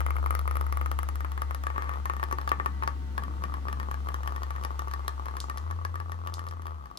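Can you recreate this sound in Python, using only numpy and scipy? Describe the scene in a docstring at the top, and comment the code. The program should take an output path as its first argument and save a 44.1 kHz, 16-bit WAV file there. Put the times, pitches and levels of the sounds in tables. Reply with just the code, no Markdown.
"""A small lab, close on the bench: a vibrating massager hums in a cardboard cup and a plastic tube hops on its pad.
From the start knocks ring the cup's modes over a near-sine hum; the mouth tips away until 3.2 s. Chatter, timed by
the motor's turns, thins at 1.1 s; at 1.75 s the tube slides in a run of tiny slips. Far off, noise in low room modes
swells at 3.3 s. Button clicks ring the handle from 5.4 s; near 5.6 s the motor steps up, from 6.6 s it winds down.
Behind it all, ventilation: shaped noise and faint fan tones, fading from 5.2 s."""
import sys
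import numpy as np
from scipy import signal
from scipy.io import wavfile
from scipy.ndimage import map_coordinates

SR = 44100
rng = np.random.default_rng(int(sys.argv[2]) if len(sys.argv) > 2 else 0)


def wav_out(sig):
    """Save sig, one row per channel (or a flat mono array), as 16-bit PCM at SR to the path in sys.argv[1]."""
    wavfile.write(sys.argv[1], SR, np.round(np.clip(np.atleast_2d(sig).T, -1, 1) * 32767).astype(np.int16))


N = 307818

# speed of the motor: t/s, turn rate/Hz
MOTOR_SPEED = [(0, 70.3), (5.57, 68.6), (5.66, 80.5), (5.74, 84), (6.56, 84), (6.76, 78), (6.98, 50)]


def motor_turns():
    """Turns completed by the motor at every sample: its speed summed over time."""
    return np.cumsum(in_time(MOTOR_SPEED)) / SR


# shaking of the cup: t/s, relative level/dB
HUM_LEVEL = [(0, -30), (.85, -31.5), (1.1, -33.5), (1.9, -36), (4.3, -35.5), (5.58, -38.5), (5.69, -35.5),
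             (5.85, -36.5), (6.3, -39), (6.76, -40), (6.86, -48), (6.98, -62)]
# how far the cup's mouth is tipped away: t/s, share 0-1
MOUTH_TIPPED = [(0, 0.16), (.9, 0.37), (1.4, 0.6), (2.2, 0.73), (3.2, 0.84)]


def motor(turns, wobble_db, second_db):
    """The off-centre weight shakes the cup in a nearly pure sine; the hopping load makes it waver."""
    tipped = in_time(MOUTH_TIPPED)
    sides = np.array([[1], [-1]])
    lag = 1.2 - .6 * tipped  # radians between the sides
    left_db = 5.2 - 1.6 * tipped
    angle = 2 * np.pi * turns + .06 * drift(8) + sides * lag / 2
    wave = np.sin(angle) + from_db(second_db) * np.sin(2 * angle)
    level_db = in_time(HUM_LEVEL) + 1.83 + wobble_db * drift(6.7)
    return np.sqrt(2) * wave * from_db(level_db + sides * left_db / 2)


# knocks of the tube on cup and pad: t/s, relative level of hollow ring/dB, relative level of sharp edge/dB
TUBE_KNOCKS = [(0.005, -26, -37.5), (0.064, -26.5, -39.5), (0.106, -28, -42), (0.166, -29.5, -46.0),
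               (0.261, -27.0, -41.5), (0.307, -24.0, -37.5), (0.351, -25.5, -36), (0.392, -30.5, -39.0),
               (0.477, -26, -41.5), (0.511, -28.5, -42), (0.555, -28.5, -44), (0.569, -30, -39.5),
               (0.611, -27.0, -40), (0.666, -32.5, -45.5), (0.725, -27.0, -39), (0.772, -27.5, -40.5),
               (0.813, -27, -43.5), (0.86, -26.5, -40.5), (0.915, -25.5, -37.5), (0.989, -26.0, -37.5),
               (1.031, -29.5, -40.5), (1.088, -28, -39.5), (1.156, -33.5, -40.5), (1.206, -31.5, -44.5),
               (1.247, -27.5, -48), (1.318, -34.5, -43), (1.377, -31.0, -45.0), (1.419, -25.5, -37.5),
               (1.509, -26.5, -42.5), (1.547, -30, -38.5), (1.637, -32, -43), (1.668, -25, -41.5),
               (1.702, -28.5, -50.5), (1.761, -30.5, -63), (1.78, -25, -44), (1.822, -30.0, -43.5),
               (1.893, -27, -45), (1.937, -35, -49.0), (2.056, -26, -38), (2.098, -22, -43),
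               (2.136, -32.0, -49.0), (2.166, -34, -47.5), (2.197, -31.5, -48), (2.229, -22.5, -40.5),
               (2.238, -28.5, -38), (2.312, -28, -42), (2.326, -25, -36.5), (2.385, -28.5, -43),
               (2.414, -34.5, -46), (2.476, -25, -40), (2.492, -35, -34), (2.517, -18.0, -38.5),
               (2.599, -24, -52), (2.66, -21.5, -35), (2.824, -27.5, -51), (2.835, -28, -41),
               (2.876, -21, -35), (3.179, -25, -37), (3.236, -34.5, -44), (3.438, -28, -39.5),
               (3.54, -31, -44), (3.684, -27.5, -44), (3.728, -30.5, -40.5), (3.799, -30.5, -41.5),
               (3.83, -36, -51), (3.913, -30, -40.5), (3.942, -32, -44), (4.087, -30, -41.5),
               (4.143, -28.5, -39.5), (4.233, -36, -45), (4.275, -28, -37.0), (4.362, -33.5, -43.5),
               (4.433, -32, -40.5), (4.506, -30, -43.5), (4.562, -34.5, -51), (4.637, -37.5, -41),
               (4.649, -26.5, -36.5), (4.793, -30, -37.5), (4.882, -35.5, -47), (4.913, -37, -45.5),
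               (4.937, -30, -37.5), (5.08, -26, -30.5), (5.257, -37, -44), (5.284, -32.5, -49),
               (5.368, -31, -39.5), (5.498, -30, -38.5), (5.574, -32.5, -41), (5.711, -32.5, -43),
               (5.85, -28.5, -39.0), (5.956, -33, -44.5), (6.001, -34.5, -46.0), (6.119, -33.5, -42),
               (6.273, -32.5, -41), (6.393, -35, -45), (6.467, -37, -48), (6.511, -38, -49.0),
               (6.62, -43, -51.0), (6.668, -37, -44.5), (6.857, -41.5, -54)]
# dull landings that flex the wall: t/s, level/dB
WALL_THUDS = [(2.239, -40), (2.329, -31.5)]


def knocks(ring_db, edge_db):
    """The tube lands after each hop; now and then the whole wall gives a dull thud."""
    times, hollow, edge = np.transpose(TUBE_KNOCKS)
    thuds = ring(clicks(*np.transpose(WALL_THUDS)), hz=366, t60=0.069, lag=0.77)
    return contacts(times, hollow + ring_db, edge + edge_db, top_hz=2970, bite_db=5.0) + thuds


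# soft, distinct touches in the tipped cup, often one turn before a knock: t/s, relative level/dB
SOFT_GRAZES = [(3.422, -32.5), (3.522, -33), (3.654, -34.0), (3.67, -33), (3.886, -31.5), (4.071, -29.5),
               (4.186, -39), (4.26, -32), (4.322, -30), (4.42, -29.5), (4.706, -29.5), (4.82, -30.0),
               (4.994, -32), (5.196, -31), (5.311, -35), (5.441, -31.5), (5.56, -35), (5.599, -37),
               (5.789, -33.5), (5.814, -35), (5.942, -32.5), (6.096, -32), (6.57, -41), (6.913, -37)]
# light contacts between knocks: t/s, relative level/dB
CHATTER_LEVEL = [(0, -30.5), (1.15, -45.5), (1.68, -45), (1.95, -31), (2.15, -38), (2.9, -45), (3.12, -52),
                 (3.25, -35.5), (6.7, -38), (6.98, -40.5)]
MISSED_SHARE = .28  # share of turns in which the tube touches nothing


def chatter(turns, ring_db, edge_db, uneven_db, jitter_s):
    """Between knocks the tube grazes the wall softly, once a turn or not at all, and damps the ring."""
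    at = turn_starts(turns)
    when, force = rng.standard_normal((len(at), 2)).T
    times = at / SR + jitter_s * when
    bout_db, free = rocking(times)
    free = free & (rng.random(len(at)) > MISSED_SHARE)
    db = in_time(CHATTER_LEVEL)[at] + uneven_db * np.minimum(force, 1) + bout_db
    times, db = np.r_[np.c_[times, db][free], SOFT_GRAZES].T
    edge = db + edge_db + 3 * rng.standard_normal(len(db))
    return contacts(times, db + ring_db, edge, top_hz=1600, bite_db=-4.0, soft_db=4.0, ring_share=.55)


def turn_starts(turns):
    """Samples at which the motor begins a new turn."""
    return np.flatnonzero(np.diff(np.floor(turns)))


# in the tipped cup touches build up before each knock and die away after it
BOUT_RISE_S, BOUT_FALL_S, BOUT_DB = 0.025, 0.022, 8.0


def rocking(times):
    """Extra dB of a touch within a bout, and whether the tube is free to touch at that moment at all."""
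    wait = np.array(TUBE_KNOCKS)[:, 0] - times[:, None]
    width_s = np.where(wait > 0, BOUT_RISE_S, BOUT_FALL_S)
    nearness = np.exp(-(wait / width_s) ** 2).max(axis=1)
    # right at a knock or graze the tube touches nothing else
    wait = np.c_[wait, np.array(SOFT_GRAZES)[:, 0] - times[:, None]]
    free = np.abs(wait).min(axis=1) > .008
    tipped = np.interp(times, *np.transpose(MOUTH_TIPPED))
    return BOUT_DB * tipped * (nearness - 2 / 3), free


# the tube slides down the wall as the cup tips: start t/s, end t/s, relative level of each tiny slip/dB
WALL_SLIDE = (1.745, 1.955, -37)
SLIPS_PER_S = 280


def slide(edge_db, uneven_db):
    """Sliding, the tube buzzes on the wall several times a turn in a rough run of small contacts."""
    start, end, db = WALL_SLIDE
    times = np.arange(start, end, 1 / SLIPS_PER_S)
    when, force = rng.uniform(-0.98, 1, (len(times), 2)).T
    times = times + when / SLIPS_PER_S / 2
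    levels = db + uneven_db * force
    return contacts(times, levels, levels + edge_db, top_hz=2370, bite_db=5.5, soft_db=2.0, ring_share=0.96)


# stiff cardboard under a hard hit: f/Hz, t60/s, relative level/dB, lag of the right side/rad
CARDBOARD_CRACK = [(3310, 0.0019, 9.5, 5.2), (3280, 0.0011, 14, 7.08), (4470, 0.00064, 18, 2.02)]
# the tube's own plastic: f/Hz, t60/s, relative level/dB, lag of the right side/rad
TUBE_PLASTIC = [(10670, 0.0039, 0.5, 2.5), (11800, 0.0014, 6.5, -1.81), (14500, 0.006, -5.5, 1.5)]
RIM_SHADE_DB = 8.0  # loss of the ticks behind the rim of a fully tipped cup


def contacts(times, ring_db, edge_db, top_hz, bite_db, soft_db=0, ring_share=1, tick_db=4.5, bounce_s=0.00189):
    """The tube ticks, the wall cracks, and the cup rings; the tipped rim shades the ticks."""
    tipped = np.clip(np.interp(times, *np.transpose(MOUTH_TIPPED)), 0, 1)
    # each touch is followed, within bounce_s, by a weak bounce
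    touches = np.r_[times, times + bounce_s * rng.random(len(times))]
    levels = np.r_[ring_db, ring_db - 12]
    hollow = cup(touches, levels, np.r_[tipped, tipped], bite_db, soft_db, ring_share)
    crack = scuff(times, edge_db - 5 * (1 - tipped), CARDBOARD_CRACK, clean=.5) * pan(4.0)
    tick = scuff(times, edge_db + tick_db - RIM_SHADE_DB * tipped, TUBE_PLASTIC, clean=0.35)
    return band(hollow, 300, top_hz) + band(crack, 1500, 11000) + band(tick, 7000, 18000)


# air trapped in the cup rings on: f/Hz, t60/s, relative level/dB, lag of the right side/rad
CUP_CAVITY = [(1120, 0.12, -29, 2.72), (1232, 0.16, -24, 3.5), (1304, .14, -30, 3.0)]
# air and walls of the cup: mean f/Hz, full t60/s, relative level/dB facing, the same tipped away,
# lag of the right side/rad
CUP_MODES = [(382.5, 0.059, -37, -23, 0.039), (542.2, 0.011, -10.5, -13.5, 4.06),
             (915, 0.057, -19.5, -10.5, 2.78), (1129.4, 0.05, -16.5, 0, 2.545),
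             (1219, 0.017, 5.5, -13.5, 2.25), (1602, 0.018, -16.5, -16, 1.66),
             (1754, 0.032, -24.5, -10.5, 2.963), (2062, 0.011, -9, -24.5, 5.52)]
PANEL_SPREAD = 0.04  # panels differ in stiffness: largest share of pitch below and above the mean


def cup(times, db, tipped, upper_db, soft_db, ring_share):
    """Hollow ring of the cup; its colour shifts as the mouth tips, and a little with the panel that is hit."""
    out = strike(times, db, CUP_CAVITY)
    for hz, t60, facing_db, away_db, lag in CUP_MODES:
        panel = rng.integers(-2, 3, len(times))
        mouth_db = facing_db + tipped * (away_db - facing_db)
        colour_db = upper_db * (hz > 1400) + soft_db * (hz < 700)
        level = db + mouth_db + rng.standard_normal(len(times)) + colour_db
        for k in np.unique(panel):
            drive = clicks(times[panel == k], level[panel == k])
            # the upper modes radiate almost no bass
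            if hz > 1400:
                drive = np.diff(drive, prepend=0) * SR / (2 * np.pi * hz)
            out = out + ring(drive, hz * (1 + k / 2 * PANEL_SPREAD), t60 * ring_share, lag)
    return out * pan(5.5)


# button on the handle: t/s, relative level/dB
BUTTON_CLICKS = [(5.403, -23.5), (5.582, -37), (6.3401, -26.5), (6.4873, -38.5), (6.9735, -29.5)]
# shell of the handle: f/Hz, t60/s, relative level/dB, lag of the right side/rad
HANDLE_SHELL = [(3770, 0.0021, 6.5, 0.68), (5100, 0.0027, 6, 0.99), (6730, 0.00073, 6, 0.94),
                (11200, 0.0011, 3.5, 1.0)]


def button():
    """Each click of the button is a mostly clean snap that rings the stiff shell of the handle."""
    times, db = np.transpose(BUTTON_CLICKS)
    return band(scuff(times, db, HANDLE_SHELL, clean=.9), 3000, 14000)


def echoes(rattle):
    """Bench and hood close by return the rattle and, brighter, bare impulses at the button's clicks."""
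    from_rattle = room(rattle, t60=0.1503, low_hz=320, high_hz=8200, gap_s=0.0052)
    impulses = clicks(*np.transpose(BUTTON_CLICKS))[None]
    from_button = room(impulses, t60=0.22, low_hz=3620, high_hz=7560, gap_s=0.0021)
    return from_db(-14.5) * from_rattle + from_db(6.5) * from_button


# whine of the rotor: multiples of its speed
ROTOR_ORDERS = (11, 13, 16, 21)
# one for each multiple: relative level/dB
ROTOR_LEVELS = (-64, -60.5, -65.5, -75)
# overall fade of whine and ventilation: t/s, gain/dB
BACKGROUND_FADE = [(5.2, 1), (6.98, -7)]


def whine(turns, wobble_db):
    """The rotor sings faintly on a few multiples of its speed."""
    lines = 0
    for order, db in zip(ROTOR_ORDERS, ROTOR_LEVELS):
        gain = from_db(db + wobble_db * drift(1))
        angle = 2 * np.pi * order * turns + order * 0.032 * drift(3.7)
        lines = lines + gain * np.sin(angle - np.array([[0], [2.4]]))
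    return np.sqrt(2) * lines * from_db(in_time(BACKGROUND_FADE)) * pan(6.5)


# distant rumble: t/s, relative level/dB
RUMBLE_LEVEL = [(0, -52.5), (1.5, -55.5), (2.8, -50.5), (3.3, -47), (3.8, -50), (4.3, -55.5), (6.98, -58.5)]
# low room resonances that carry it: f/Hz, width/Hz, relative level/dB
LOW_ROOM_MODES = [(110, 54, -5), (139.8, 7.5, -5.5), (195.7, 25.7, -3), (279.8, 29, -8), (319, 89, -8.5)]
# pitch of the drone in the rumble: t/s, f/Hz
DRONE_PITCH = [(2.85, 285), (2.95, 247.6), (3.2, 250), (3.43, 346.3), (3.52, 278), (3.65, 241.4)]


def rumble(drone_db):
    """Far noise swells in the low resonances of the room; a narrow drone wanders in pitch inside it."""
    out = 0
    for hz, width_hz, db in LOW_ROOM_MODES:
        t60 = np.log(1000) / np.pi / width_hz
        out = out + from_db(db) * rms_one(ring(rng.standard_normal(N), hz, t60, 0.66))
    angle = 2 * np.pi * np.cumsum(in_time(DRONE_PITCH)) / SR + .6 * drift(10)
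    drone = np.sin(angle - np.array([[0], [.8]])) * from_db(drone_db + 3 * drift(5))
    return (rms_one(out) + drone) * from_db(in_time(RUMBLE_LEVEL))


# ventilation spectrum: f/Hz, relative density level/dB
AIR_SPECTRUM = [(120, -12), (240, -12), (360, 3), (600, -3), (850, -7), (1200, 4.5), (1700, -11.5),
                (2400, -9), (4800, -15), (9000, -23), (16000, -28.5)]
# likeness of left and right microphone in the air noise: f/Hz, correlation
SIDE_LIKENESS = [(100, 0.61), (400, 0.029), (1000, 0.017)]
# fan tones: f/Hz, level before the fade/dB
FAN_TONES = [(147, -71), (1954, -68), (2094, -72.5)]


def ventilation(air_db, duct_db):
    """Smooth air noise, a low duct rumble and faint wavering fan tones."""
    out, edges = 0, 100 * 2 ** (np.arange(16) / 2)  # half octaves from 100 Hz
    white = rng.standard_normal((2, 2, N))
    for k, (low, high) in enumerate(zip(edges, edges[1:])):
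        # neighbouring bands use separate noise
        mid, side = band(white[k % 2], low, high)
        hz = np.sqrt(low * high)
        alike = np.clip(at_hz(SIDE_LIKENESS, hz), -1, 1)
        pair = np.sqrt(1 + alike) * mid + np.sqrt(1 - alike) * side * [[1], [-1]]
        out = out + from_db(at_hz(AIR_SPECTRUM, hz)) * pair
    duct = rms_one(band(rng.standard_normal(N), 28, 100)) * pan(4.0)
    # sharply resonant noise wavers like a tone
    fan = sum(from_db(db) * rms_one(ring(rng.standard_normal(N), hz, .5, 1.5)) for hz, db in FAN_TONES)
    noise = from_db(air_db) * rms_one(out) + from_db(duct_db) * duct
    return (noise + fan) * from_db(in_time(BACKGROUND_FADE))


def scuff(times, db, modes, clean, length_s=0.0011):
    """A clean snap, then a short burst of tiny impacts between rough surfaces, drive the modes."""
    decay = np.exp(-1 / (length_s * SR))
    snap, clean = clicks(times, db), np.clip(clean, 0, 1)
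    energy = signal.lfilter([1 - decay], [1, -decay], snap ** 2 + 1e-18)
    drive = np.sqrt(clean) * snap + np.sqrt((1 - clean) * energy) * rng.standard_normal(N)
    out = 0
    for k, (hz, t60, level, lag) in enumerate(modes):
        # the modes alternate in sign
        out = out + (-1) ** k * from_db(level) * ring(drive, hz, t60, lag)
    return out


def strike(times, db, modes):
    """Clean blows set the modes ringing."""
    return sum(ring(clicks(times, db + level), hz, t60, lag) for hz, t60, level, lag in modes)


def ring(drive, hz, t60, lag):
    """A decaying mode, reaching the right side with a phase lag."""
    pole = from_db(-60 / (t60 * SR)) * np.exp(2j * np.pi * hz / SR)
    z = signal.lfilter([1], [1, -pole], drive + 1e-18)
    return np.array([z.imag, (z * np.exp(-1j * lag)).imag])


def clicks(times, db):
    """One impulse for each contact."""
    out = np.zeros(N)
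    at = np.clip(np.round(times * SR).astype(int), 0, N - 1)
    np.add.at(out, at, from_db(db))
    return out


def room(x, t60, low_hz, high_hz, gap_s):
    """Dense reflections after a short gap: decaying noise, different on each side."""
    t = np.arange(SR // 2) / SR
    noise = band(rng.standard_normal((2, len(t))), low_hz, high_hz)
    tail = noise * from_db(-60 * t / t60) * (t > gap_s)
    tail /= np.sqrt(np.sum(tail ** 2, axis=1, keepdims=True))
    return signal.fftconvolve(x, tail, axes=1)[:, :N]


def band(x, low_hz, high_hz):
    """Second-order Butterworth band-pass."""
    sos = signal.butter(2, [low_hz, min(high_hz, .45 * SR)], "band", fs=SR, output="sos")
    return signal.sosfilt(sos, x)


def drift(rate):
    """Smooth chance with spread near 1, from 2 * rate random knots a second."""
    knots = rng.standard_normal(4000)
    return map_coordinates(knots, [np.arange(N) / SR * 2 * rate], order=3, mode="wrap")


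def pan(left_db):
    """Gains of the two sides, the left louder by left_db."""
    return from_db(np.array([[left_db], [-left_db]]) / 2)


def in_time(rows):
    """A curve at every sample."""
    return np.interp(np.arange(N) / SR, *np.transpose(rows))


def at_hz(points, hz):
    """Read a spectrum on a log-frequency axis."""
    f, value = np.transpose(points)
    return np.interp(np.log(hz), np.log(f), value)


def from_db(db):
    """Decibels to gain."""
    return 10 ** (np.asarray(db) / 20)


def rms_one(x):
    """Scale to unit rms."""
    return x / np.sqrt(np.mean(x ** 2) + 1e-20)


def scene():
    """Motor, rattling tube and button close by on the bench, with the lab behind."""
    turns = motor_turns()
    hum = motor(turns, wobble_db=.5, second_db=-32.5)
    rattle = knocks(ring_db=5.5, edge_db=5.0)
    rattle += chatter(turns, ring_db=5.0, edge_db=-19.0, uneven_db=4.0, jitter_s=.0006)
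    rattle += slide(edge_db=-26.0, uneven_db=4.0)
    near = hum + rattle + button() + echoes(rattle) + whine(turns, wobble_db=2.5)
    lab = rumble(drone_db=-7.5) + ventilation(air_db=-55.5, duct_db=-56.5)
    return near + lab


CUTOFF_HZ = 16300


def record(dry):
    """At the microphones the top is cut steeply, by an elliptic low-pass."""
    return signal.sosfilt(signal.ellip(10, .1, 80, CUTOFF_HZ, fs=SR, output="sos"), dry)


dry = scene()
out = record(dry)
wav_out(out)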